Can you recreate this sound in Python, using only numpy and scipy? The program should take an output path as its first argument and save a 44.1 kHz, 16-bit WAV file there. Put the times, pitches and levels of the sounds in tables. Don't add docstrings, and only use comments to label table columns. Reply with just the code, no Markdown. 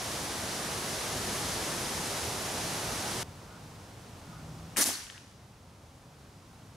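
import sys
import numpy as np
from scipy import signal
from scipy.fft import rfft, irfft, next_fast_len
from scipy.io import wavfile
from scipy.ndimage import uniform_filter1d, minimum_filter1d

SR = 44100
rng = np.random.default_rng(int(sys.argv[2]) if len(sys.argv) > 2 else 0)


def to_wav(sig):
    pcm = np.clip(np.atleast_2d(sig), -1, 1) * 32767
    pcm = np.round(pcm).astype(np.int16)
    wavfile.write(sys.argv[1], SR, pcm.T)


N = 298102

# t/s, level/dB, rise/s, hold/s, time to fall 60 dB/s, lowest f/Hz, highest f/Hz, left over right/dB, unlike share
AIR_BURSTS = [(4.7605, -28, .004, .002, .03, 1200, 3000, 4, .5),
              (4.7615, -35, .0015, .003, .012, 5500, 9800, .5, .3),
              (4.7694, -3, .0005, .0003, .004, 900, 13000, 3, .5),
              (4.841, 2, .0001, .0006, .0025, 3800, 11500, -.5, .08)]
# t/s, length/s, f/Hz, level/dB
FUZZY_RINGS = [(4.772, 0.077, 9750, -31), (4.812, .02, 5970, -23.5), (4.77, 0.021, 7200, -39),
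               (4.772, 0.066, 1845, -35), (4.927, .04, 4350, -36), (4.93, 0.093, 1700, -45.5),
               (5.14, 0.043, 1765, -49)]
# t/s, level before the fade/dB, f/Hz, time to fall 60 dB/s
DULL_KNOCKS = [(4.786, -25, 440, .05), (4.809, -15, 280, 0.021), (4.852, -23, 268, .04),
               (4.874, -25, 261, 0.045), (4.8898, -12, 683, 0.0084)]
# t/s, base level/dB, base f/Hz, brightness/(dB per octave)
SCRAP_TICKS = [(5.025, -29, 3000, 0.1), (5.068, -24, 2900, 3), (5.1, -18.5, 3150, -8.5),
               (5.109, -43, 2500, 20), (5.123, -31, 3100, 0.1), (5.179, -23, 2750, -1)]
# pitch ratio to the base, level added/dB, time to fall 60 dB/s
SCRAP_MODES = [(.57, -14.5, .01), (1, 2, .003), (3.15, -20, .003)]
# peak t/s, base level/dB, treble over bass/dB, base time to fall 60 dB/s
ECHO_WAVES = [(4.772, -28, -4, .08), (4.789, -30, -0.5, 0.32), (4.823, -27.5, 6, 0.23),
              (4.856, -34, 2, 0.14), (4.874, -31.5, 8, 0.68), (4.897, -38.5, -9, 0.13)]
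# level added/dB, share of the treble lean, factor on the fall time
ECHO_BANDS = [(-4.5, -0.6, 0.75), (-3.5, -0.32, 1.76), (-5.5, 0.58, 1.09), (1.5, 0.088, 0.45)]
# f/Hz, relative level per Hz/dB
ECHO_COLOUR = [(130, -50), (190, -13), (225, -4.5), (290, -4), (464, -12), (512, -15), (600, -12.5),
               (1140, -13.5), (1890, -10.5), (2530, -13.5), (3260, -12), (4200, -10.5), (5960, -4),
               (8150, -7.5), (9900, -4), (15800, -16)]
# f/Hz, likeness (0 to 1)
ECHO_LIKENESS = [(150, .98), (380, 0.87), (950, .62), (2400, 0.29), (6000, 0.55), (9500, 0.85), (11300, 1)]
# t/s, level/dB
WIND_STRENGTH = [(0, -2), (.5, -1.4), (1.1, -.3), (1.35, 1.5), (1.95, 0.5), (2.2, 0), (2.9, -.5), (3.1, 0),
                 (3.3, -1)]
# base level/dB, dB gained per dB of wind strength, chance waver/dB
WIND_PARTS = [(-46.5, 1, 1.6), (-41, 0.34, 0.36), (-39, 0.66, 0.3)]
# f/Hz, relative level per Hz/dB
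WIND_COLOUR = [(18, -41), (30, -7), (81, 4.5), (103, 5.5), (294, -3), (362, 0), (435, -2), (735, -1),
               (2460, -12.5), (5990, -9), (7990, -13.5), (10100, -13.5), (14600, -27), (15800, -35)]
# t/s, level/dB
CALM_RUMBLE = [(3.23, -50), (3.55, -53.5), (3.9, -54), (4.3, -50), (4.8, -50), (5.7, -51), (6.76, -50)]
# f/Hz, relative level per Hz/dB
CALM_COLOUR = [(18, -41), (30, -12.5), (95, 2.5), (156, -4), (209, -9.5), (382, -16), (551, -15.5),
               (1030, -18), (1120, -20), (1420, -23), (1840, -27), (5680, -26), (9860, -32.5), (15800, -43)]
# f/Hz, likeness (0 to 1)
AIR_LIKENESS = [(60, 1), (130, 1), (290, 0.97), (640, 0.89), (1400, 0.59), (3100, 0.68), (6800, 0.66),
                (9500, 0.66), (11300, 1)]
# f/Hz, lead/radians
LEFT_LEAD = [(100, -0.045), (1000, -0.23), (5000, -.1), (8000, -0.27), (9500, 0.18)]
# f/Hz, level/dB
LEFT_LEAN = [(100, 0.6), (300, 0), (800, -1.1), (2500, -1), (5000, 0.7), (10000, 0)]
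# t/s, length/s, level of each band/dB
AIRY_SWELLS = [(3.461, .14, -61.5), (4.239, 0.22, -62.5)]
# middle f/Hz, width/Hz
SWELL_BANDS = [(1260, 80), (1430, 70)]
# t/s, length/s, first f/Hz, last f/Hz, level/dB
FAR_HUM = (4.24, .54, 156, 165, -50)

CUT_S = 3.232
RUMBLE_GROWS_DB_PER_S = 0.34
MURMUR_DB, LEAVES_DB = -54, -58.5
WAVE_RISE_S = 0.018
RING_WIDTH_HZ = 530
TICK_PAN_DB = 6
TOP_EDGE_HZ = 15700


def bursts():
    out, t = np.zeros((2, N)), np.arange(2000) / SR
    for start, db, rise, hold, t60, low_hz, high_hz, pan_db, unlike in AIR_BURSTS:
        both, left, right = rng.standard_normal((3, len(t)))
        noise = both + unlike * np.array([left, right])
        band = signal.butter(N=4, Wn=[low_hz, high_hz], btype="band", fs=SR, output="sos")
        jet = np.tanh(0.52 * evened(signal.sosfilt(band, noise)))
        fade_db = -60 * np.maximum(t - rise - hold, 0) / t60
        add(out, start, jet * np.clip(t / rise, 0, 1) * gain_of(db + fade_db), pan_db)
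    return out


def whistles():
    return narrow([(start, length, hz, RING_WIDTH_HZ, db) for start, length, hz, db in FUZZY_RINGS], 0.5)


def knocks():
    out = np.zeros((2, N))
    for start, db, hz, t60 in DULL_KNOCKS:
        add(out, start, ring(db, hz, t60), 0)
    return out


def ticks():
    out = np.zeros((2, N))
    for start, db, hz, bright in SCRAP_TICKS:
        for ratio, mode_db, t60 in SCRAP_MODES:
            level_db = db + mode_db + bright * np.log2(ratio)
            add(out, start, ring(level_db, hz * ratio, t60), TICK_PAN_DB)
    return out


def echoes():
    out, t = np.zeros((2, N)), np.arange(4.77, 5.6, 0.001)
    peak, db, lean, t60 = np.transpose(ECHO_WAVES)[..., None]
    early, late = np.minimum(t - peak, 0), np.maximum(t - peak, 0)
    swell_db = -10 * (early / WAVE_RISE_S) ** 2
    levels = []
    for band_db, share, factor in ECHO_BANDS:
        wave_db = db + band_db + share * lean + swell_db - 60 * late / (t60 * factor)
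        levels.append(10 * np.log10((gain_of(wave_db) ** 2).sum(0)))
    sound = rush(t, levels, (2.1, 1.6, 1.3, 1.8), ECHO_COLOUR, ECHO_LIKENESS, (900, 3600, 7500), waver_hz=150)
    add(out, t[0], sound, 0.8)
    return out


def wind():
    out = np.zeros((2, N))
    t, strength = np.transpose(WIND_STRENGTH)
    levels = [db + follow * strength for db, follow, _ in WIND_PARTS]
    levels[0] = levels[0] + RUMBLE_GROWS_DB_PER_S * t
    wavers_db = [waver_db for _, _, waver_db in WIND_PARTS]
    add(out, t[0], rush(t, levels, wavers_db, WIND_COLOUR, AIR_LIKENESS, (250, 2000), waver_hz=7.3), 0)
    return out * np.clip((CUT_S - np.arange(N) / SR) / 0.0018, 0, 1)


def calm_air():
    out = np.zeros((2, N))
    t, rumble_db = np.transpose(CALM_RUMBLE)
    levels = [rumble_db, MURMUR_DB + 0 * t, LEAVES_DB + 0 * t]
    add(out, t[0], rush(t, levels, (0.6, 0.15, 0.15), CALM_COLOUR, AIR_LIKENESS, (230, 1700), waver_hz=8.5), 0)
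    return out


def airy_swells():
    rows = [(start, length, hz, width, db)
            for start, length, db in AIRY_SWELLS for hz, width in SWELL_BANDS]
    return narrow(rows, 0)


def hum():
    out = np.zeros((2, N))
    start, length, first_hz, last_hz, db = FAR_HUM
    hz = np.linspace(first_hz, last_hz, round(length * SR))
    tone = np.sqrt(2) * np.sin(2 * np.pi * np.cumsum(hz) / SR)
    add(out, start, gain_of(db) * tone * signal.windows.tukey(len(hz), 0.4), 0)
    return out


def rush(times, levels, wavers_db, colour, likeness, edges_hz, waver_hz):
    t = np.arange(times[0], times[-1], 1 / SR)
    size = next_fast_len(len(t))
    hz = np.fft.rfftfreq(size, 1 / SR)
    shared, separate = rfft(rng.standard_normal((2, size)))
    like = np.clip(read(likeness, hz), 0, 1 - 1 / 200)
    lean = gain_of(read(LEFT_LEAN, hz) / 2)
    right = like * shared * np.exp(-1j * read(LEFT_LEAD, hz)) + np.sqrt(1 - like ** 2) * separate
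    spectrum = np.array([shared * lean, right / lean]) * gain_of(read(colour, hz))
    below = [0 * hz] + [1 / (1 + (hz / edge) ** 6) for edge in edges_hz] + [1 + 0 * hz]
    out = 0
    for level_db, waver_db, power in zip(levels, wavers_db, np.diff(below, axis=0)):
        band = irfft(spectrum * np.sqrt(np.clip(power, 0, 1)), size)[:, :len(t)]
        slow_noise = irfft(rfft(rng.standard_normal(size)) / (1 + (hz / waver_hz) ** 2), size)
        waver = evened(slow_noise)[:len(t)]
        gain = gain_of(np.interp(t, times, level_db) + waver_db * waver)
        out = out + band / np.std(band.mean(0)) * gain
    return out


def narrow(rows, pan_db):
    out = np.zeros((2, N))
    for start, length, hz, width, db in rows:
        t = np.arange(0, length, 1 / SR)
        real, imaginary = rng.standard_normal((2, 3, SR // 2))
        low_pass = signal.butter(N=2, Wn=width / 2, fs=SR, output="sos")
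        slow = signal.sosfilt(low_pass, real + 1j * imaginary)[:, -len(t):]
        stereo = slow[0] + 0.32 * slow[1:]
        sound = evened((stereo * np.exp(2j * np.pi * hz * t)).real)
        add(out, start, gain_of(db) * sound * signal.windows.tukey(len(t), 0.5), pan_db)
    return out


def ring(db, hz, t60):
    t = np.arange(3000) / SR
    soft_start = 1 - np.exp(-1.5 * t * hz)
    return soft_start * gain_of(db - 60 * t / t60) * np.sin(2 * np.pi * hz * t)


def gain_of(db):
    return 10 ** (np.asarray(db) / 20)


def evened(x):
    return x / np.sqrt(np.mean(x ** 2) + 1e-20)


def read(points, hz):
    f, value = np.transpose(points)
    return np.interp(np.log(hz + 1), np.log(f + 1), value)


def add(mix, start, sound, pan_db):
    part = mix[:, round(start * SR):][:, :sound.shape[-1]]
    part += (gain_of([[pan_db / 2], [-pan_db / 2]]) * sound)[:, :part.shape[1]]


def scene():
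    shot = bursts() + whistles() + knocks() + ticks() + echoes()
    return shot + wind() + calm_air() + airy_swells() + hum()


def excess(level_db, limit_db, recover_db):
    fall = np.arange(N) * recover_db / SR
    held_db = np.maximum.accumulate(level_db + fall) - fall
    return np.maximum(held_db - limit_db, 0)


def record(dry):
    power_db = 10 * np.log10(abs(uniform_filter1d((dry ** 2).mean(0), size=3000)) + 1e-12)
    smooth = np.exp(-1 / (0.06 * SR))
    down_db = signal.lfilter([1 - smooth], [1, -smooth], excess(power_db, limit_db=-30.0, recover_db=2.0))
    port = signal.lfilter(*signal.iirpeak(9800, 9, fs=SR), dry)
    ridden = (dry + 0.21 * port) / gain_of(0.72 * down_db)

    peak_db = 20 * np.log10(abs(ridden).max(0) + 1e-9)
    ahead = 110
    coming_db = -minimum_filter1d(-np.roll(peak_db, -ahead // 2), size=ahead + 1)
    over_db = uniform_filter1d(excess(coming_db, limit_db=-12.5, recover_db=550), size=15)
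    limited = ridden / gain_of(over_db)

    low_pass = signal.firwin(1023, TOP_EDGE_HZ, window=("kaiser", 9), fs=SR)
    return signal.oaconvolve(limited, low_pass[None], "same")


dry = scene()
out = record(dry)
to_wav(out)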